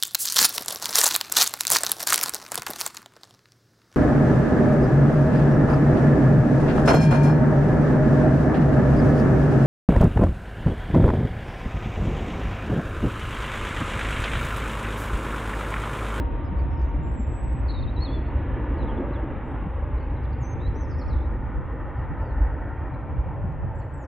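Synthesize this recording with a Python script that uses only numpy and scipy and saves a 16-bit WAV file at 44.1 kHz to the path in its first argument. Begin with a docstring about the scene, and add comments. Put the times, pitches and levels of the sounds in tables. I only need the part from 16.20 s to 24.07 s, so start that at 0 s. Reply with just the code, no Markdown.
"""A deep rumble, a roar and a dull rush: a jet airliner climbs away far across an airfield.
Turbulent mixing of its exhaust radiates broadband noise, coloured by interference with the ground echo
and by absorption in the air; its fan adds a faint tone. Light wind buffets the two microphone ports.
Small songbirds whistle and chirp nearby in gliding, almost pure tones with short echoes.
Low booms and soft thumps come and go; faint clicks and the hiss of the microphone lie underneath."""
import sys
import numpy as np
from scipy import signal
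from scipy.io import wavfile
from scipy.ndimage import uniform_filter1d

SR = 44100
rng = np.random.default_rng(int(sys.argv[2]) if len(sys.argv) > 2 else 0)


def waveform_to_disk(signal):
    """Save audio, clipped to [-1, 1], as 16-bit WAV at the path in sys.argv[1]."""
    frames = np.transpose(np.atleast_2d(signal))
    scaled = np.clip(frames, -1, 1) * 32767
    samples = np.round(scaled).astype(np.int16)
    wavfile.write(sys.argv[1], SR, samples)


N = 347067

# Spectra of the four exhaust ranges, lowest first: f/Hz, relative level/dB
RUMBLE_SPECTRUM = [(12, -44.5), (20, 1), (30, 3.5), (40, 9), (54, 21), (70, 19), (95, 2), (120, -60.5),
                   (200, -120)]
GROWL_SPECTRUM = [(53, -19.5), (90, -1.5), (129, -3), (195, -28), (250, -45.5), (430, -120)]
ROAR_SPECTRUM = [(100, -78.5), (190, -5), (280, 4), (405, -2.5), (527, 1.5), (700, -1.5), (850, -60.5),
                 (1400, -120)]
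RUSH_SPECTRUM = [(410, -41.5), (700, -2.5), (763, 3), (842, -0.5), (907, -4), (976, -3), (1280, -9),
                 (1400, -10.5), (1690, -14.5), (1840, -14), (3050, -34), (3960, -46), (6710, -120)]
# The deep rumble, swelling and sinking unevenly: t/s, level/dB
RUMBLE_LEVELS = [(0, -25), (2.6, -28), (3.4, -30.5), (3.7, -23.5), (4.2, -29.5), (4.8, -24.5), (5.3, -27),
                 (5.75, -37.5), (6.2, -24.5), (6.4, -29.5), (6.85, -34), (7., -34.5), (7.2, -37.5),
                 (7.87, -35)]
# The other ranges: t/s, growl level/dB, roar level/dB, rush level/dB, lift near 1600 Hz/dB
EXHAUST_LEVELS = [(0, -35.5, -36, -44, -2.5), (1., -35.5, -39.5, -46, -3), (2.1, -34, -36, -42.5, -2.5),
                  (2.8, -34.5, -31.5, -41, 0), (3.5, -38, -37.5, -43, -2), (4.2, -32.5, -39.5, -44, -1),
                  (5.1, -36, -39, -44.5, 2.5), (5.8, -34, -40, -44, 3.5), (6.4, -37.5, -39.5, -43.5, 4.5),
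                  (7.1, -33, -42, -43.5, -2), (7.87, -35, -43.5, -48, 2)]
def jet_exhaust():
    """Turbulent mixing noise in four swelling ranges; the upper two tilt as the air path changes."""
    t = np.arange(N) / SR
    growl_db, roar_db, rush_db, lift_db = curves(EXHAUST_LEVELS)
    lift = (lambda hz: bell(hz, 1600, 620), lift_db)
    dips = (ground_dips, -9.5 * bell(t, 4.3, 2.8))  # deepest midway through the climb
    upper_dips = (upper_ground_dips, -4 * bell(t, 6.1, 1.4))
    # Slopes in dB per octave: the roar loses bass, the rush dulls as the path lengthens.
    roar_tilt = (lambda hz: np.log2(hz / 330), -7.5 + .77 * t)
    rush_tilt = (lambda hz: np.log2(hz / 1100), 6 - .5 * t)
    absorption = (lambda hz: np.maximum(np.log2(hz / 3000), 0), -1.8 * t)
    rumble = noise(RUMBLE_SPECTRUM, size=4096, patchy_db=.5, swell_db=1.2)[0]
    growl = noise(GROWL_SPECTRUM, size=2048, patchy_db=.5, swell_db=1.6)[0]
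    roar = noise(ROAR_SPECTRUM, size=2048, patchy_db=.58, swell_db=-1, bands_db=.82,
                 changes=[dips, roar_tilt])[0]
    rush = noise(RUSH_SPECTRUM, size=2048, patchy_db=.18, swell_db=.5, bands_db=1.84,
                 changes=[dips, upper_dips, lift, absorption, rush_tilt])[0]
    deep = amp(curves(RUMBLE_LEVELS)[0]) * rumble + amp(growl_db) * growl
    return deep + amp(roar_db) * roar + amp(rush_db) * rush


def comb(hz, spacing_hz=465):
    """Two-path interference: direct sound and ground echo oppose at odd multiples of half a spacing."""
    return (.5 - .5 * np.cos(2 * np.pi * hz / spacing_hz)) ** 2


def ground_dips(hz):
    """Relative depth of the destructive interference, greatest in the middle range."""
    return comb(hz) * (.11 + .63 * bell(hz, 695, 250)) * (hz > 465)


def upper_ground_dips(hz):
    """The same interference above the middle range."""
    return comb(hz) * np.clip((hz - 900) / 300, 0, 1)


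# Sound scattered from both sides of the field: f/Hz, relative level/dB
SCATTER_SPECTRUM = [(150, -33.5), (260, -4), (571, -13), (918, -12), (985, -14), (1390, -17.5), (2900, -47),
                    (3770, -60), (6380, -120)]
def field_scatter(near_db=-44.5, far_db=-55, fade_s=1.5):
    """Scattering gives an incoherent side signal that weakens as the aircraft recedes."""
    level_db = far_db + (near_db - far_db) * np.exp(-np.arange(N) / SR / fade_s)
    return amp(level_db) * noise(SCATTER_SPECTRUM, size=1024, patchy_db=2.4, swell_db=1.2)[0]


# Fan tone before its random modulation: t/s, level/dB
FAN_LEVELS = [(0.0, -47.5), (.36, -55), (0.8, -50.5), (1.3, -54), (2.01, -56), (2.6, -50.5), (3.15, -53.5),
              (3.66, -66.5), (4.32, -53), (5.68, -55.5), (6.55, -50), (6.8, -55), (7.87, -59.5)]
def jet_fan(start_hz=926, end_hz=890, settle_s=2.6):
    """A tone that sinks as the jet draws away; the long path modulates its amplitude and phase."""
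    hz = end_hz + (start_hz - end_hz) * np.exp(-np.arange(N) / SR / settle_s)
    a, b, c, d = drifts(4, size=1700)
    modulation = np.array([1.3 + a + 1j * b, c + 1j * d])
    front, side = (modulation * np.exp(2j * np.pi * np.cumsum(hz) / SR)).real
    return amp(curves(FAN_LEVELS)[0]) * ports(front, .4 * side)


# Low booms in the rumble and soft thumps: t/s, envelope peak level/dB, f/Hz
BOOMS = [(.049, -28.5, 59.4), (0.551, -15, 67.5), (1.802, -18, 65), (2.162, -17, 60), (2.347, -24, 54.6),
         (3.033, -20, 56.3), (3.94, -19, 65), (6.998, -15.5, 57), (0.327, -25, 195), (0.799, -25, 153),
         (1.002, -24, 221), (1.35, -30, 145), (3.47, -25, 166), (7.249, -25.5, 182), (7.438, -37, 202)]
def booms():
    """Gaussian tone bursts, a few cycles long and alike in both channels."""
    out, t = np.zeros(N), np.arange(-2000, 2000) / SR
    for s, db, hz in BOOMS:
        burst = amp(db) * bell(t, 0, .0053 + .9 / hz) * np.sin(2 * np.pi * hz * t)
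        out[round(s * SR) - 2000:][:4000] += burst
    return out


# Buffeting at the ports: f/Hz, relative level/dB
WIND_SPECTRUM = [(9.4, -49), (16, -17), (45, 2.5), (70, -0.5), (141, -3.5), (420, -38), (550, -50.5),
                 (920, -120)]
# Gusts: t/s, level/dB
GUST_LEVELS = [(0, -33), (1.4, -35), (2.4, -38), (3.2, -41.5), (4.3, -37.5), (5.15, -31), (6.6, -39),
               (7.4, -30), (7.87, -46)]
def wind():
    """Turbulent pressure fluctuations, uncorrelated at the two ports."""
    return amp(curves(GUST_LEVELS)[0]) * noise(WIND_SPECTRUM, size=2048, patchy_db=2.2, swell_db=3.2)


# Trills gliding through a turning point: start t/s, turn delay/s, length/s, level/dB,
# first f/Hz, turn f/Hz, last f/Hz, chip rate/Hz, rise within a chip/Hz
BIRD_TRILLS = [(0.244, 0.012, 0.043, -68, 4830, 5180, 4700, 114, 311),
               (0.383, 0.011, 0.034, -68.5, 4400, 4670, 4480, 95, 299.5),
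               (0.502, 0.11, .13, -75, 5400, 5400, 5200, 49, 497.5),
               (0.568, 0.036, 0.087, -73, 5200, 4760, 4630, 50.8, 499),
               (5.775, .04, .11, -81, 4800, 4300, 3300, 90, -200),
               (6.018, 0.065, .13, -75.5, 5020, 4550, 3700, 94, -200),
               (4.938, 0.046, 0.11, -65, 3630, 3450, 3730, 50, -200)]
# Notes, loudest at the turn: start t/s, turn delay/s, length/s, level/dB,
# first f/Hz, turn f/Hz, last f/Hz, blur (0-1)
BIRD_NOTES = [ (0.605, .015, 0.029, -83, 6420, 6080, 5230, 0.8),
              (0.629, 0.019, 0.03, -90, 7260, 6600, 6140, 0.9),
              (0.682, 0.013, .025, -78.5, 5950, 6140, 6040, .2),
              (1.481, 0.013, 0.025, -50, 4450, 4010, 4600, 0.4),
              (1.505, 0.011, 0.022, -50, 4340, 3780, 4240, 0.3),
              (1.536, 0.068, 0.066, -48.5, 3896, 3680, 3660, 0.15),
              (1.624, 0.0099, 0.022, -49, 4530, 3700, 3550, 0.03),
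              (1.674, 0.018, 0.029, -51, 3810, 3730, 4010, 0.1),
              (2.77, 0.0081, 0.019, -58, 3160, 3500, 3340, 0.03),
              (2.933, 0.025, 0.046, -60, 4200, 3450, 3200, 0.15),
              (3.774, 0.0057, 0.013, -67, 4270, 4030, 3610, 0.6),
              (3.895, 0.011, 0.014, -68, 3980, 3620, 3250, 0.73),
              (3.96, 0.0088, 0.019, -69.5, 4140, 3800, 3400, 0.75),
              (4.034, 0.008, 0.026, -68, 5100, 4300, 2900, 0.9),
              (4.121, 0.01, 0.027, -70, 5180, 4350, 3000, 0.74),
              (4.398, 0.024, 0.029, -58.5, 3490, 3810, 3960, 0.2),
              (4.427, 0.031, 0.056, -54.5, 3900, 3860, 4220, 0),
              (4.692, 0.038, 0.052, -65.5, 5600, 4680, 4230, 0.6),
              (4.78, 0.035, 0.046, -63, 5870, 4430, 3850, 0.36),
              (4.877, 0.031, 0.061, -62.5, 5730, 4130, 3730, 0.35),
              (3.785, 0.02, 0.045, -80, 4600, 4450, 4400, 1),
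              (5.97, 0.017, 0.059, -83.5, 4320, 3920, 3600, 0.55),
              (6.193, 0.012, 0.04, -83, 4900, 4400, 5000, 0.4),
              (6.72, 0.021, 0.031, -85, 4150, 3980, 3880, 1),
              (7.599, .014, 0.024, -77, 4800, 4380, 4220, 0.66)]
# Winding whistles, one contour each: t/s, f/Hz, level/dB
BIRD_PHRASES = [
    [(.83, 7300, -69), (.845, 7320, -73), (.93, 7800, -72), (1.01, 7560, -61.5), (1.08, 7580, -63.5)],
    [(1.087, 7700, -67.5), (1.2, 7860, -58.5), (1.225, 8030, -60.5), (1.26, 7850, -63.5), (1.3, 7920, -67),
     (1.406, 7850, -69)],
    [(1.762, 4380, -61), (1.766, 3770, -51.5), (1.8, 4060, -55.5), (1.82, 4350, -44.5),
     (1.846, 4340, -44.5), (1.878, 3350, -52), (1.9, 3360, -52.5), (1.948, 3520, -48.5), (1.984, 3340, -65)],
    [(2.575, 4920, -78), (2.593, 4010, -64.5), (2.623, 3930, -58), (2.637, 3350, -62)],
    [(2.672, 3750, -63), (2.695, 3150, -58), (2.71, 3330, -57), (2.735, 2800, -62)],
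    [(3.25, 7250, -84), (3.32, 8350, -85), (3.39, 8850, -91), (3.5, 8600, -90), (3.62, 8350, -93)],
    [(4.205, 6650, -72), (4.217, 7040, -72.5), (4.231, 6450, -57), (4.25, 5970, -56), (4.3, 6460, -61),
     (4.339, 6270, -55)],
    [(4.54, 4930, -76.5), (4.556, 5830, -70.5), (4.586, 6200, -64.5), (4.616, 6170, -59.5),
     (4.636, 5750, -64), (4.66, 5000, -72)],
    [(7.545, 8500, -83), (7.558, 7260, -75), (7.584, 7700, -78.5), (7.61, 6800, -73)],
    [(7.732, 8400, -81.5), (7.745, 7670, -65.5), (7.768, 7950, -77), (7.79, 7300, -74), (7.83, 6800, -69),
     (7.862, 4500, -78)],
]
# Blur of each winding whistle (0-1)
BIRD_PHRASE_BLURS = [.04, .04, .1, .12, .12, .1, .04, .4, .2, .3]
def birds():
    """The direct-to-reverberant ratio falls with distance: farther birds have more blur and echo."""
    a, b = drifts(2, size=60)
    flutter = a + 1j * b
    direct = np.zeros(N)
    for s, turn, length, db, first, middle, last, chips_per_s, rise_hz in BIRD_TRILLS:
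        contour = [(s, first, db), (s + turn, middle, db), (s + length, last, db)]
        direct += whistle(contour, flutter, roughness=.4, chips_per_s=chips_per_s, rise_hz=rise_hz)
    reflected = direct.copy()
    notes = [([(s, first, db - 4), (s + turn, middle, db), (s + length, last, db - 6)], blur)
             for s, turn, length, db, first, middle, last, blur in BIRD_NOTES]
    for contour, blur in notes + list(zip(BIRD_PHRASES, BIRD_PHRASE_BLURS)):
        note = whistle(contour, flutter, roughness=blur)
        direct += (1 - .55 * blur) * note
        reflected += (1 + 5 * blur) * note
    return direct + echoes(reflected)


def whistle(contour, flutter, roughness, chips_per_s=0, rise_hz=0):
    """Frequency modulation of a near sine along (t/s, f/Hz, level/dB); gating chops it into chips."""
    s, hz, db = np.transpose(contour)
    start = round(s[0] * SR)
    t = np.arange(start, min(round(s[-1] * SR), N)) / SR
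    chip_phase = (t - s[0]) * chips_per_s % 1
    glide_hz = uniform_filter1d(np.interp(t, s, hz), size=1 + len(t) // 12, mode="nearest")
    phase = 2 * np.pi * np.cumsum(glide_hz + rise_hz * (chip_phase - .5)) / SR
    gate = np.sin(np.pi * chip_phase) ** 2 if chips_per_s else 1
    fade = np.clip(np.minimum(t - s[0], s[-1] - t) / .003, 0, 1)
    modulation = 1 + roughness * flutter[start:][:len(t)]
    tone = (modulation * np.exp(1j * phase)).real + amp(-53) * np.cos(2 * phase)
    out = np.zeros(N)
    out[start:][:len(t)] = np.sqrt(2) * amp(np.interp(t, s, db)) * gate * fade * tone
    return out


def echoes(song):
    """Reverberation: close reflections smear each glide, later ones thin out past the nearest sheds."""
    t = np.arange(SR // 2) / SR
    early = 5 * amp(-60 * t / .05) + 1.2 * amp(-60 * t / .12)
    late = amp(-60 * t / 1.3 - 8 * (t > .15) - 9 * (t > .27))
    taps = rng.standard_normal((len(t), 2)).T * (rng.random((len(t), 2)).T < .05)
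    taps *= (early + late) * (t > .002)
    stirred = drifts(1, size=600) * song  # moving air blurs the echoes
    front, side = signal.fftconvolve(stirred, taps / np.linalg.norm(taps[0]), axes=1)[:, :N]
    return ports(amp(-10) * front, amp(-23.5) * side)


# Faint clicks close by: t/s, level before filtering/dB
CLICKS = [(3.96, -66), (4.2564, -56), (5.768, -68), (6.802, -66), (7.228, -65), (7.324, -58), (7.35, -68)]
def clicks():
    """Brief transients have broad spectra: fast-decaying noise bursts, band-passed to sound bright."""
    out, t = np.zeros(N), np.arange(200) / SR
    for s, db in CLICKS:
        out[round(s * SR):][:200] += amp(db - 60 * t / .006) * rng.standard_normal(200)
    return signal.sosfilt(signal.butter(2, [3000, 8000], "band", fs=SR, output="sos"), out)


# Microphone hiss: f/Hz, relative level/dB
HISS_SPECTRUM = [(2500, -30.), (3600, 1.), (5000, -1.), (7000, -3.), (8600, -9.), (11000, -7.),
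                 (12000, -3.), (12600, -10.), (13500, -18.)]
def microphone_hiss():
    """Self-noise of the microphone, partly correlated between the channels."""
    front, side = amp(-89) * noise(HISS_SPECTRUM, size=1024, patchy_db=.4, swell_db=.2)
    return ports(front, .5 * side)


def amp(db):
    """Amplitude ratio of a level."""
    return 10 ** (np.asarray(db) / 20)


def bell(x, centre, width):
    """Gaussian curve of unit height."""
    return np.exp(-((x - centre) / width) ** 2)


def unit_rms(x):
    """Normalisation to unit mean power."""
    return x / np.sqrt(np.mean(x ** 2) + 1e-20)


def drifts(count, size):
    """Independent low-pass noises, each averaged twice over size samples."""
    return unit_rms(uniform_filter1d(uniform_filter1d(rng.standard_normal((N, count)).T, size), size))


def smooth_grid(grid, frames, bins):
    """Averaging over time and frequency turns random values into patches."""
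    return unit_rms(uniform_filter1d(uniform_filter1d(grid, bins, axis=0), frames, axis=1))


def curves(rows):
    """Linear interpolation in time: one value per sample for each column after t/s."""
    s, *columns = np.transpose(rows)
    return [np.interp(np.arange(N) / SR, s, column) for column in columns]


def noise(spectrum, size, patchy_db, swell_db, changes=(), bands_db=0):
    """Fourier synthesis of two uncorrelated noises; a change is a spectral shape times a dB curve."""
    frames, hz = 4 * N // size + 5, np.fft.rfftfreq(size, 1 / SR)
    a, b, c, d, patches = rng.standard_normal((frames, len(hz), 5)).T
    patches = smooth_grid(patches, frames=20000 // size, bins=size // 150)
    bands = rng.standard_normal((frames, len(hz))).T
    bands = smooth_grid(bands, frames=90000 // size, bins=size // 500)  # narrow, lasting half a second
    swell = unit_rms(uniform_filter1d(rng.standard_normal(frames), size=1 + 8000 // size))
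    frame_at = np.minimum(np.arange(frames) * size // 4, N - 1)
    table_hz, table_db = np.transpose(spectrum)
    mean_db = np.interp(np.log(hz + 1), np.log(table_hz + 1), table_db)
    level_db = mean_db[:, None] + patchy_db * patches + swell_db * swell + bands_db * bands
    level_db += sum(np.outer(shape(hz + 1), curve[frame_at]) for shape, curve in changes)
    spectra = np.array([a + 1j * b, c + 1j * d]) * amp(level_db)
    return unit_rms(signal.istft(spectra, nperseg=size, noverlap=3 * size // 4)[1][:, :N])


def ports(front, side):
    """Sum and difference of front and side sound give left and right."""
    return np.array([front + side, front - side])


def scene():
    """Superposition of all sources at the two ports."""
    airliner = ports(jet_exhaust(), field_scatter()) + jet_fan()
    return airliner + booms() + wind() + birds() + clicks() + microphone_hiss()


def record(dry):
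    """Band limiting by a low-pass filter, after a 20 ms fade at the end."""
    faded = dry * np.minimum(np.arange(N)[::-1] / (.02 * SR), 1)
    low_pass = signal.firwin(511, cutoff=15700, window=("kaiser", 9), fs=SR)
    return signal.oaconvolve(faded, low_pass[None], "same")


dry = scene()
out = record(dry)
waveform_to_disk(out)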